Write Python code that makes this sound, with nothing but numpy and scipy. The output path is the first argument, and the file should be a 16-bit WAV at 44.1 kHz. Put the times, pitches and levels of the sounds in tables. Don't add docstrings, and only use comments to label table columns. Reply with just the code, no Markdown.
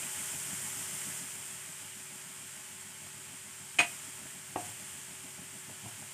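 import sys
import numpy as np
from scipy import signal
from scipy.fft import rfft, irfft, next_fast_len
from scipy.io import wavfile
from scipy.ndimage import uniform_filter1d, map_coordinates

SR = 44100
rng = np.random.default_rng(int(sys.argv[2]) if len(sys.argv) > 2 else 0)


def to_wav(sig):
    pcm = np.clip(np.atleast_2d(sig), -1, 1) * 32767
    pcm = np.round(pcm).astype(np.int16)
    wavfile.write(sys.argv[1], SR, pcm.T)


N = 270453

# frequency_hz, level_db
FIZZ_SPECTRUM = [(2500, -24), (4000, -19), (5000, -11.5), (6300, -8), (7500, 0.0541), (8700, 0), (9800, -7),
                 (11200, -9.5), (13300, -16), (15500, -19)]
# frequency_hz, level_db
SEETHE_SPECTRUM = [(350, -27), (520, -11), (630, -3), (740, -11.5), (870, 0), (1020, -4.5), (1090, -2),
                   (1170, -4), (1450, 0), (2300, .5), (2750, 0), (3200, 1), (3650, -7), (7000, -37)]
# start_s, share_of_fierce_boil
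JOLTS = [(3.79, 0.5676), (4.56, 0.4728), (5.86, 0.1998)]
# delay_s, level_db
NEAR_ECHOES = [(.0046, -29.5), (.0083, -17), (.0129, -16.5), (0.0188, -21.5), (0.0237, -23)]
# time_s, level_db
ROCKING_LEVELS = [(0, -54.5), (.5, -53.5), (1.15, -54), (1.55, -59.5), (3.55, -58.5), (4.25, -56.5),
                  (5.15, -56), (5.75, -51.5), (6.1, -56)]
# pitch_hz, width_hz, level_db
STOVE_MODES = [(95.5, 6.4, 2), (140.6, 23, -7), (175.7, 22.36, -0.5), (208, 40.8, -3.5),
               (280.7, 24.3, -4.5), (639, 65, -14.5), (815.66, 49, -14.5)]
# time_s, level_db
HARD_SWINGS = [(.345, -58), (.535, -47), (2.27, -72), (3.07, -56), (4.261, -51.5), (5.39, -54)]
# frequency_hz, level_db
TICK_SPECTRUM = [(150, -29), (300, 5), (450, -15), (620, 3), (880, -5), (1300, -16), (4000, -41)]
# start_s, level_db
DISH_CONTACTS = [(.03, -45), (3.787, -24.5), (3.7902, -19.5), (3.794, -29.5), (3.7983, -25), (3.803, -24.5),
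                 (3.81, -27), (3.83, -36), (3.845, -40)]
# frequency_hz, level_db
CRACK_SPECTRUM = [(70, -18), (170, -8), (280, -12), (380, -14), (520, -7), (1400, -6), (2300, -2.5),
                  (3100, -2), (3600, -14), (4200, -13.5), (5600, -21), (8800, -12.5), (10500, -25),
                  (15500, -33)]
# pitch_hz, level_db, t60_s
DISH_MODES = [(310, -15, 0.057), (701.6, -9.5, 0.072), (837.24, -19.5, 0.083), (973, -22, 0.123),
              (1228, -21.5, 0.19), (1730.8, -14.5, 0.088), (1980, -19, 0.138), (2205.9, -16, 0.103),
              (2333, -8, 0.0736), (2500.1, 6, 0.05), (2570, -23, 0.098), (2750, -14, 0.085),
              (2900, -15, 0.0855), (3090, -11, 0.06134), (3144, -20, 0.103), (3790, -26.5, 0.24),
              (4130, -20, 0.07047), (5100, -22, 0.13), (5612, -21, 0.07), (6662.8, -9.5, 0.045),
              (6640, -20, 0.0488), (8300, -16, 0.15), (8850, -20, 0.1935)]
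# start_s, level_db, relative_thud_db, bump_t60_s
KNOCKS = [(4.558, -30.5, -11, 0.084), (4.691, -49.5, 5, 0.036), (5.694, -44.5, -15.5, 0.0285),
          (5.857, -44, 2.5, 0.035), (6.022, -51, -13, 0.0284)]
# frequency_hz, level_db
BUMP_SPECTRUM = [(50, -44), (130, -6.5), (280, 0), (450, -7), (800, 2.5), (1100, -0.5), (1400, -21.5),
                 (2800, -18), (4000, -35), (9000, -55)]
# pitch_hz, level_db, t60_s
WORKTOP_MODES = [(286, 3, .09), (414.56, -9.5, 0.0536), (528.65, 0, 0.11), (589, -9, 0.05),
                 (720, 1.5, 0.25), (753, -3, 0.0978), (843, -2.5, 0.1253), (900, -8, 0.13),
                 (960, -5, 0.1208), (1640, -12, 0.18), (1896.3, -10, 0.12)]
# frequency_hz, level_db
FLAME_SPECTRUM = [(25, -24.5), (60, -16), (92, 0), (140, 0.5), (200, 0.5), (320, -11), (420, -8),
                  (600, -24), (1500, -32.5), (5000, -61)]
# frequency_hz, level_db
JET_SPECTRUM = [(1500, -34), (3000, -11.5), (3800, -2), (4900, 1), (7000, -14), (15500, -25)]
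# pitch_hz, level_db
HUM_TONES = [(100, -71), (141, -66.5), (177.6, -78.5), (377, -67.5)]
# time_s, gain_db
BACKGROUND_SWELL = [(0, 3.5), (1.1, 3.5), (1.8, -1), (3.7, -1), (4.2, 0), (6.13, .5)]
# frequency_hz, t60_s
KITCHEN_DECAY = [(100, 0.3464), (700, 0.1984), (3000, 0.19337), (12000, 0.067)]

FIERCE_UNTIL_S, SETTLE_S = 1.133, 0.71
COLLAPSE_SHARE, COLLAPSE_S = 0.23, 0.039
WASH_S, DRY_S = 0.018, 0.41805
FIZZ_SIMMER_DB, FIZZ_FIERCE_DB = -48.5, -40
SEETHE_SIMMER_DB, SEETHE_FIERCE_DB = -54, -48
FIRST_SWING_S, SWING_PERIOD_S, SWING_SCATTER_DB = .05, .1489, 1
SWING_WIDTH_S, HARD_WIDTH_S, TICK_DB = .029, 0.0084, -6.5
THUD_HZ = 109
LOW_CUT_HZ, TOP_HZ = 68, 15500
NOTCH_HZ, NOTCH_WIDTH_HZ, NOTCH_DEPTH = 7890, 75, .62


def sizzle():
    fierceness = boil(np.arange(N) / SR)
    fizz_db = FIZZ_SIMMER_DB + (FIZZ_FIERCE_DB - FIZZ_SIMMER_DB) * fierceness
    seethe_db = SEETHE_SIMMER_DB + (SEETHE_FIERCE_DB - SEETHE_SIMMER_DB) * fierceness
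    lapping_db = (0.246 + 0.2692 * fierceness) * wobble(16)
    tiny_bursts = pops(per_second=8100, spread_db=1.2) + 1.34 * rng.standard_normal(N)
    larger_bursts = pops(per_second=4000, spread_db=-0.5) + 1.28 * rng.standard_normal(N)
    fizz = coloured(tiny_bursts, FIZZ_SPECTRUM)
    seethe = near_echoes(coloured(larger_bursts, SEETHE_SPECTRUM))
    spray = 0.1527 * fierceness * filtered(fizz, lambda hz: np.clip((hz - 8000) / 6000, 0, 1))
    return (fizz + spray) * amp(fizz_db + lapping_db) + seethe * amp(seethe_db + lapping_db)


def boil(t):
    cooling_s = np.maximum(t - FIERCE_UNTIL_S, 0)
    collapse = COLLAPSE_SHARE * np.exp(-cooling_s / COLLAPSE_S)
    settling = (1 - COLLAPSE_SHARE) * np.exp(-cooling_s / SETTLE_S)
    surge = lambda age: (1 - np.exp(-age / WASH_S)) * np.exp(-age / DRY_S)
    return collapse + settling + sum(share * surge(np.maximum(t - s, 0)) for s, share in JOLTS)


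def rocking_pan():
    t = np.arange(N) / SR
    press = lambda s, width_s: np.exp(-.5 * ((t - s) / width_s) ** 4)
    swings = sum(amp(SWING_SCATTER_DB * rng.standard_normal()) * press(s, SWING_WIDTH_S)
                 for s in np.arange(FIRST_SWING_S, N / SR, SWING_PERIOD_S))
    hard = sum(amp(db) * press(s, HARD_WIDTH_S) for s, db in HARD_SWINGS)
    pressure = amp(curve(ROCKING_LEVELS)) * swings + hard
    shudder = filtered(pops(per_second=2800, spread_db=3.5), stove_body)
    running_rms = np.sqrt(np.abs(uniform_filter1d(shudder ** 2, size=SR // 12)) + 1e-20)
    tick = coloured(pops(per_second=1100, spread_db=4), TICK_SPECTRUM)
    return pressure * shudder / running_rms + amp(TICK_DB) * hard * tick


def stove_body(hz):
    modes = sum((-1) ** k * amp(db) * 1j * hz * width / (pitch ** 2 - hz ** 2 + 1j * hz * width)
                for k, (pitch, width, db) in enumerate(STOVE_MODES))
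    return modes * hz ** 4 / (hz ** 4 + 75 ** 4) / (1 + (hz / 1300) ** 4)


def dish_clack():
    t, age = np.arange(N) / SR, np.arange(SR // 4) / SR
    out, blows = np.zeros(N), np.zeros(N)
    for s, db in DISH_CONTACTS:
        crack = coloured(rng.standard_normal(len(age)), CRACK_SPECTRUM)
        add(out, s, amp(db - 4) * decay(age, t60_s=0.096) * crack)
        add(blows, s, amp(db) ** 2 * np.hanning(41) / 20)
    for hz, db, t60_s in DISH_MODES:
        kept_per_sample = decay(1 / SR, t60_s) ** 2
        energy = signal.lfilter([1], [1, -kept_per_sample], blows + 1e-20)
        out += amp(db - 1.5) * np.sqrt(energy) * np.sin(2 * np.pi * (hz * t + rng.random()))
    return out


def worktop_knocks():
    t = np.arange(SR // 2) / SR
    attack = 1 - np.exp(-t / 0.0011)
    out = np.zeros(N)
    for s, db, thud_db, t60_s in KNOCKS:
        bump = amp(3.5) * decay(t, t60_s) * coloured(rng.standard_normal(len(t)), BUMP_SPECTRUM)
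        wood = t60_s / 0.06316 * amp(-9) * ring(WORKTOP_MODES, t)
        thud = amp(thud_db - 4) * decay(t, t60_s=0.25) * np.sin(2 * np.pi * THUD_HZ * t)
        add(out, s, amp(db) * (bump + wood + thud) * attack)
    return out


def burner_and_hum():
    t = np.arange(N) / SR
    hum = sum(amp(db + wobble(4.86)) * np.sqrt(2) * np.sin(2 * np.pi * hz * t + .5 * wobble(5.4))
              for hz, db in HUM_TONES)
    flame = amp(-64) * coloured(rng.standard_normal(N), FLAME_SPECTRUM)
    jet = amp(-64.5) * coloured(rng.standard_normal(N), JET_SPECTRUM)
    return amp(curve(BACKGROUND_SWELL)) * (hum + flame) + jet


def near_echoes(x):
    comb = lambda hz: 1 + sum(amp(db) * np.exp(-2j * np.pi * hz * s) for s, db in NEAR_ECHOES)
    return unit(filtered(x, comb))


def kitchen_reverb(x):
    hz, t, noise = signal.stft(rng.standard_normal(SR // 2), SR, nperseg=256)
    tail = signal.istft(noise * decay(t, along(KITCHEN_DECAY, hz)[:, None]), SR, nperseg=256)[1]
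    tail *= 1 - np.exp(-np.arange(len(tail)) / SR / 0.01678)
    return signal.fftconvolve(x, tail / np.linalg.norm(tail))[:N]


def pops(per_second, spread_db):
    impulses = (rng.random(N) < per_second / SR) * rng.standard_normal(N)
    return unit(impulses * amp(spread_db * rng.standard_normal(N)))


def ring(modes, t):
    return sum(amp(db + rng.standard_normal()) * decay(t, t60_s) * np.sin(2 * np.pi * hz * t)
               for hz, db, t60_s in modes)


def decay(t, t60_s):
    return amp(-60 * t / t60_s)


def amp(db):
    return 10 ** (np.asarray(db) / 20)


def unit(x):
    return x / np.sqrt(np.mean(x ** 2) + 1e-20)


def along(points, hz):
    frequencies, values = np.transpose(points)
    return np.interp(np.log(hz + 1), np.log(frequencies + 1), values)


def curve(points):
    return np.interp(np.arange(N) / SR, *np.transpose(points))


def wobble(rate):
    return map_coordinates(rng.standard_normal(int(N * rate / SR) + 4), [np.arange(N) * rate / SR])


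def filtered(x, response):
    size = next_fast_len(len(x) + 8192)
    return irfft(rfft(x, size) * response(np.fft.rfftfreq(size, 1 / SR)), size)[:len(x)]


def coloured(x, spectrum):
    return unit(filtered(x, lambda hz: amp(along(spectrum, hz))))


def add(track, start_s, sound):
    part = track[round(start_s * SR):][:len(sound)]
    part += sound[:len(part)]


def scene():
    dish, knocks = dish_clack(), worktop_knocks()
    direct = sizzle() + rocking_pan() + burner_and_hum() + dish + knocks
    mono = direct + kitchen_reverb(amp(-16.5) * dish + amp(-13.5) * knocks)
    return np.array([mono, mono])


def record(dry):
    low_cut = signal.butter(3, LOW_CUT_HZ, "highpass", fs=SR, output="sos")
    notch = lambda hz: 1 - NOTCH_DEPTH * np.exp(-((hz - NOTCH_HZ) / NOTCH_WIDTH_HZ) ** 2)
    treble = lambda hz: notch(hz) * (hz < TOP_HZ)
    return np.array([filtered(signal.sosfilt(low_cut, x), treble) for x in dry])


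dry = scene()
out = record(dry)
to_wav(out)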